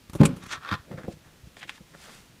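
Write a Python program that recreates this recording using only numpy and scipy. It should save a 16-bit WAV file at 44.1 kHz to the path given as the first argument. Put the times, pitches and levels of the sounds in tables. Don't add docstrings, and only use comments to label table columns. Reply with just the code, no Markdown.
import sys
import numpy as np
from scipy import signal
from scipy.fft import rfft, irfft
from scipy.io import wavfile

SR = 44100
rng = np.random.default_rng(int(sys.argv[2]) if len(sys.argv) > 2 else 0)


def to_wav(s):
    ch = np.atleast_2d(s).T
    pcm = np.round(np.clip(ch, -1, 1) * 32767)
    wavfile.write(sys.argv[1], SR, pcm.astype(np.int16))


N = 105840

# start in seconds, level in dB, contact in seconds.
DOOR_BLOWS = [(0.1967, -27, 0.0037), (0.2025, -6, 0.0032), (0.2114, -12, 0.0015), (0.2176, -11, 0.0006),
              (0.2396, -18, 0.0006), (0.2755, -21, 0.0043), (0.3321, -30, 0.0035)]
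# pitch in Hz, level in dB, time to fall 60 dB in seconds.
DOOR_MODES = [(55, -10, .16), (105, -23, .4), (131, -8, .17), (158, -5, .32), (182, -13, .38),
              (209, -3, .21), (261, -1, .13), (290, -5, .17), (346, -24, .4), (385, -9, .21),
              (450, -8, .09), (556, -12, .17), (824, -18, .1), (1046, -22, .09)]


def door_boom():
    return highpass(ring(pushes(DOOR_BLOWS), DOOR_MODES), hz=90)


# peak in seconds, level in dB, rise in seconds, fall in seconds.
SHUDDERS = [(.295, -33, 0.15, 0.083), (.368, -49.5, 0.053, 0.4)]
# frequency in Hz, relative level in dB.
SHUDDER_COLOUR = [(50, -29), (95, 9), (170, -21), (260, 15), (380, -33), (700, -22), (1500, -65),
                  (5000, -83)]


def door_shudder():
    return colour(rng.standard_normal(N) * swells(SHUDDERS), SHUDDER_COLOUR)


# peak in seconds, level in dB, rise in seconds, fall in seconds.
SCRAPES = [(.207, -31, 0.0038, .05), (.215, -23.5, 0.064, 0.033), (.235, -20, .02, 0.087),
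           (.27, -39.5, .03, 0.53)]
# frequency in Hz, relative level in dB.
SCRAPE_COLOUR = [(150, 3), (500, 10), (700, -2.5), (1000, 1), (1500, -2.5), (2000, -9), (2350, -4.5),
                 (2800, -7.5), (3700, -12.5), (6000, -21.5), (10000, -25.5), (15500, -35)]


def door_scrape():
    return colour(grit(6600, spread_db=7) * swells(SCRAPES), SCRAPE_COLOUR)


# peak in seconds, level in dB, ring time in seconds.
LATCH_SNAPS = [(.2492, -35, .025), (.2539, -18, .014), (.2576, -21, .035)]
# frequency in Hz, relative level in dB.
SNAP_COLOUR = [(400, -19), (1150, 5.5), (1800, -9), (2400, 7.5), (3300, -6), (5000, -6), (6700, -8),
               (7700, 1.5), (9900, -3), (11500, -9), (13300, -22), (15500, -25)]
# pitch in Hz, level in dB, time to fall 60 dB in seconds.
LATCH_MODES = [(1104, -10, .05), (1185, -7, .06), (2291, -3, .055), (2519, -3, .055), (2826, -9, .05),
               (7600, -2, .03), (7919, -2, .03), (8888, -3, .025), (10100, -2, .035)]


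def latch():
    ring_db = -21
    strikes = pushes([(at, db + ring_db, 2 / SR) for at, db, _ in LATCH_SNAPS])
    return clicks(LATCH_SNAPS, SNAP_COLOUR, rise_s=0.00079) + ring(strikes, LATCH_MODES)


# peak in seconds, level in dB, ring time in seconds.
LINKAGE_TICKS = [(.0973, -34, 0.031), (.1327, -32.5, 0.039), (.1395, -38, .06), (.152, -32.5, 0.038),
                 (.1562, -38, 0.11), (.2322, -48, 0.013), (.2897, -53, 0.0049), (.364, -42.5, 0.15),
                 (.437, -36.5, 0.021), (.4648, -38, 0.045)]
# frequency in Hz, relative level in dB.
TICK_COLOUR = [(200, 26), (600, 3.5), (1000, 12.5), (1600, 5.5), (3500, 2), (5000, -4), (6300, 1.5),
               (8000, -3), (10200, 4), (11500, -7), (13300, -5), (15500, -16)]
# start in seconds, level in dB, contact in seconds.
HANDLE_KNOCKS = [(.1512, -30.5, 0.00045), (.1563, -23.5, 0.0011)]
# pitch in Hz, level in dB, time to fall 60 dB in seconds.
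HANDLE_MODES = [(172, -12, .1), (320, 0, .04), (400, -5, .03), (585, -5, .04), (808, -12, .03),
                (975, -8, .022)]


def handle():
    ticks = clicks(LINKAGE_TICKS, TICK_COLOUR, rise_s=0.00035)
    return ticks + ring(pushes(HANDLE_KNOCKS), HANDLE_MODES)


# peak in seconds, level in dB, rise in seconds,
# fall in seconds, bright stones in dB relative to that level.
CRUNCHES = [(0.429, -47.5, 0.06, 0.17, -1.5), (0.463, -49.5, 0.05, 0.019, 1.5),
            (0.496, -55, 0.11, 0.18, 8.5), (0.527, -34.5, 0.1, 0.035, 1.5), (.531, -32.5, 0.019, 0.084, -2),
            (0.559, -35, 0.06, 0.045, -16), (0.578, -46, 0.051, .07, -27), (0.544, -43, .005, .03, -5),
            (0.638, -45, 0.15, 0.2, -19), (0.658, -40.5, .01, 0.34, -25), (0.7144, -29, 0.018, 0.065, -18),
            (0.683, -36.5, 0.037, 0.23, -25), (.727, -27, .02, 0.047, -20.5),
            (0.74, -27.5, .03, 0.069, -22), (.75, -47, 0.011, 0.038, -20), (.78, -52.5, 0.041, 0.23, -29)]
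# frequency in Hz, relative level in dB.
GRAVEL_COLOUR = [(200, -16.5), (600, -17), (850, -8.5), (1100, -1.5), (1300, 3), (1700, -2), (2100, -11),
                 (2500, -8.5), (2900, -15), (3350, -9), (4000, -14), (5200, -20.5), (7000, -33),
                 (15000, -40)]
# frequency in Hz, relative level in dB.
STONE_COLOUR = [(800, -20), (1800, 3.5), (3800, 0), (5000, -5.5), (5900, 1), (7500, -7.5), (10000, -17.5),
                (15000, -33)]
# pitch in Hz, level in dB, time to fall 60 dB in seconds.
BED_MODES = [(1033, -2, .09), (1190, -11, 0.083), (1193, 4, 0.069), (1260, -8, 0.063), (1316, -1, 0.11),
             (1520, -24, 0.05), (1825, -3, 0.077), (3170, -9, .02)]
# peak in seconds, level in dB, ring time in seconds.
STONE_SNAPS = [(.4648, -35.5, 0.012), (.513, -27.5, 0.015), (.5607, -44, 0.02), (.6487, -34, 0.019),
               (.6898, -25, 0.017), (.724, -25, 0.027), (.7497, -29, 0.016)]


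def gravel():
    under = swells(first_four(CRUNCHES)) * grit(4900, spread_db=6)
    loose = swells(shifted(CRUNCHES)) * grit(2500, spread_db=0)
    snaps = clicks(STONE_SNAPS, GRAVEL_COLOUR, rise_s=.002)
    bed = undb(-34) * ring(under, BED_MODES)
    return colour(under, GRAVEL_COLOUR) + bed + colour(loose, STONE_COLOUR) + snaps


# start in seconds, level in dB, contact in seconds.
BUMPS = [(.574, -34, 0.0079), (.7175, -22, 0.0031), (.7275, -23, 0.0031), (.7365, -25, 0.009),
         (.7475, -34, 0.0015), (.79, -29.5, 0.011), (.8025, -62, 0.0018), (.912, -37, 0.0021),
         (.9352, -34, 0.0027), (.9405, -26.5, 0.0057), (.9795, -34, 0.00094), (1.0405, -34.5, 0.0023),
         (1.0775, -31, 0.0046), (1.0825, -25.5, 0.0019), (1.1345, -38, 0.0045), (1.168, -43.5, 0.0027),
         (1.262, -45, 0.0076), (1.335, -48.5, 0.004), (1.433, -28.5, 0.0098), (1.449, -30.5, 0.011),
         (1.469, -36, 0.0047), (1.652, -49, 0.00067), (1.677, -54, 0.003), (1.8045, -40, 0.0036),
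         (1.8102, -43.5, 0.0019)]
# pitch in Hz, level in dB, time to fall 60 dB in seconds.
CABIN_MODES = [(105, -15.5, 0.11), (154.5, -7, 0.11), (193.6, 0.5, 0.05), (284, -6, 0.054),
               (332.5, -5, 0.13), (485, -2.5, 0.045), (520, -24, .06), (710, -23, 0.037)]
# start in seconds, level in dB, contact in seconds.
SILL_KNOCKS = [(.9125, -38.5, 0.00033), (1.0812, -30.5, 0.00094), (1.0852, -38.5, 0.00073),
               (1.57, -46, 0.0002), (1.9495, -50.5, 0.00039)]
# pitch in Hz, level in dB, time to fall 60 dB in seconds.
SILL_MODES = [(355, -4, 0.053), (465, -10, 0.044), (605, -3.5, 0.048), (711, -3.5, 0.062), (800, -8, 0.019),
              (1620, -32, .025)]


def bumps():
    cabin = highpass(ring(pushes(BUMPS), CABIN_MODES), hz=65)
    return cabin + ring(pushes(SILL_KNOCKS), SILL_MODES)


# peak in seconds, level in dB, rise in seconds,
# fall in seconds, raspy part in dB relative to that level.
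SCUFFS = [(0.917, -38, .01, 0.044, -8.5), (0.926, -37.5, 0.16, 0.2, -16), (0.985, -42, 0.09, 0.21, -6.5),
          (1.047, -42.5, 0.061, 0.096, -10), (1.083, -33.5, 0.058, 0.059, -38),
          (1.115, -45.5, 0.091, 0.12, -22.5), (1.25, -68.5, 0.047, 0.45, 9),
          (1.572, -51.5, 0.0042, 0.1, -17), (1.951, -48.5, 0.096, 0.044, -1.5),
          (2.093, -51.5, 0.36, 0.15, 2)]
# frequency in Hz, relative level in dB.
SCUFF_COLOUR = [(60, -44), (160, 7.5), (330, -2), (550, 0), (750, -8.5), (1000, -33), (2000, -24.5),
                (8000, -43)]
# frequency in Hz, relative level in dB.
RASP_COLOUR = [(400, -8.5), (900, 0), (1350, 0.5), (1900, 0.5), (2500, -11), (4000, -16.5), (8000, -25),
               (15000, -59)]
# peak in seconds, level in dB, ring time in seconds.
TRIM_TAPS = [(.9128, -50, 0.039), (.932, -52, 0.018), (.9775, -43.5, 0.033), (.9835, -43, 0.034),
             (.989, -47, 0.024), (1.0338, -43, 0.048), (1.112, -56, 0.036), (1.779, -48, 0.023)]


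def trim():
    body = swells(first_four(SCUFFS)) * rng.standard_normal(N)
    rasp = swells(shifted(SCUFFS)) * grit(3000, spread_db=9)
    taps = clicks(TRIM_TAPS, RASP_COLOUR, rise_s=0.0038)
    return taps + colour(body, SCUFF_COLOUR) + colour(rasp, RASP_COLOUR)


# peak in seconds, level in dB, rise in seconds,
# fall in seconds, bright jingle in dB relative to that level.
KEY_SHIFTS = [(1.568, -43.5, 0.0067, 0.043, -9), (1.597, -52.5, 0.14, 0.11, -1),
              (1.618, -43.5, 0.042, 0.1, -25), (1.6313, -38, 0.024, 0.075, -35),
              (1.68, -50, 0.038, 0.06, -5), (1.6952, -31, 0.021, 0.031, -12),
              (1.702, -45.5, 0.041, 0.13, -8), (1.759, -52.5, 0.18, 0.11, -2.5)]
# frequency in Hz, relative level in dB.
KEY_COLOUR = [(300, -13), (900, -5), (1300, -2.5), (1700, 2), (2400, 3.5), (3300, 0.5), (4500, -13.5),
              (7000, -19), (10000, -31), (15000, -48)]
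# frequency in Hz, relative level in dB.
JINGLE_COLOUR = [(1500, -17), (3300, 4.5), (5000, 3), (6800, 0), (9500, -5), (12000, -11), (15000, -22)]
# start in seconds, level in dB, contact in seconds.
KEY_STRIKES = [(1.5698, -36, .0001), (1.6298, -18, 0.00017), (1.6943, -11.5, 0.00016)]


def keys():
    clinks = grit(4000, spread_db=3) * swells(first_four(KEY_SHIFTS))
    jingle = grit(3000, spread_db=-1.5) * swells(shifted(KEY_SHIFTS))
    return colour(clinks + pushes(KEY_STRIKES), KEY_COLOUR) + colour(jingle, JINGLE_COLOUR)


# peak in seconds, level in dB, rise in seconds, fall in seconds.
SLIDES = [(1.128, -53.5, 0.17, 0.069), (1.255, -77, 0.12, 0.26), (1.469, -57, 0.035, 0.076),
          (2.04, -50, 0.34, 0.31), (2.15, -51.5, 1, 0.57)]
# frequency in Hz, relative level in dB.
CLOTH_COLOUR = [(100, -7), (550, -2), (900, -4), (1400, 1), (3000, 1), (7000, -4), (10000, -8.5),
                (15000, -18.5)]


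def clothing():
    return colour(grit(14000, spread_db=5.5) * swells(SLIDES), CLOTH_COLOUR)


def reflections(x, wet_db, t60):
    t = np.arange(SR // 2) / SR
    tail = rng.standard_normal(len(t)) * np.exp(-np.log(1000) * t / t60)
    tail = highpass(tail, hz=577)
    return x + undb(wet_db) * signal.fftconvolve(x, tail / np.linalg.norm(tail))[:N]


# frequency in Hz, relative level in dB.
OUTDOOR_COLOUR = [(20, 7), (55, 0.5), (100, 0), (170, 0.5), (300, -5), (700, -12.5), (1500, -15),
                  (2600, -14.5), (6000, -19.5), (15000, -27)]


def outdoors():
    return undb(-55) * colour(rng.standard_normal(N), OUTDOOR_COLOUR)


def undb(db):
    return 10 ** (np.asarray(db) / 20)


def first_four(rows):
    return [row[:4] for row in rows]


def shifted(rows):
    return [(at, db + bright, rise, fall) for at, db, rise, fall, bright in rows]


def pushes(rows):
    t = np.arange(N) / SR
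    out = np.zeros(N)
    for at, db, contact in rows:
        progress = np.clip((t - at) / max(contact, 2 / SR), 0, 1)
        push = np.sin(np.pi * progress) ** 2
        out += undb(db) * push / push.sum()
    return out


def ring(x, modes):
    t = np.arange(SR) / SR
    response = np.zeros(SR)
    for hz, db, t60 in modes:
        fade = np.exp(-np.log(1000) * t / t60)
        response += undb(db) * np.sin(2 * np.pi * hz * t) * fade
    return signal.fftconvolve(x, response)[:N]


def swells(rows):
    t = np.arange(N) / SR
    power = np.zeros(N)
    for at, db, rise, fall in rows:
        distance = np.minimum(np.maximum((at - t) / rise, (t - at) / fall), 10)
        power += undb(db) ** 2 * np.exp(-2 * np.log(1000) * distance)
    return np.sqrt(power)


def grit(rate, spread_db):
    chance, size, sign = rng.random(N), rng.standard_normal(N), rng.choice([-1, 1], N)
    x = (chance < rate / SR) * sign * undb(spread_db * np.clip(size, -2, 2))
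    return x / x.std()


def clicks(rows, points, rise_s):
    envelope = swells([(at, db, rise_s, fall) for at, db, fall in rows])
    return colour(rng.standard_normal(N) * envelope, points)


def colour(x, points):
    size = 4096
    hz, db = np.array(points, float).T
    bins_hz = np.arange(size // 2 + 1) * SR / size
    gain = undb(np.interp(np.log(bins_hz + 1), np.log(hz), db))
    cepstrum = irfft(np.log(gain))
    cepstrum[1:size // 2] *= 2
    cepstrum[size // 2 + 1:] = 0
    response = irfft(np.exp(rfft(cepstrum)))
    return signal.fftconvolve(x, response / np.linalg.norm(response))[:N]


def highpass(x, hz):
    return signal.sosfilt(signal.butter(2, hz, "high", fs=SR, output="sos"), x)


def scene():
    door = door_boom() + door_shudder() + door_scrape() + latch() + handle()
    person = gravel() + bumps() + trim() + keys() + clothing()
    near = reflections(door + person, wet_db=-11.5, t60=0.058)
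    return (near + outdoors())[None]


def record(dry):
    x = highpass(dry, hz=41)
    top_cut = signal.ellip(10, .2, 80, 15500, fs=SR, output="sos")
    return signal.sosfilt(top_cut, x)


dry = scene()
out = record(dry)
to_wav(out)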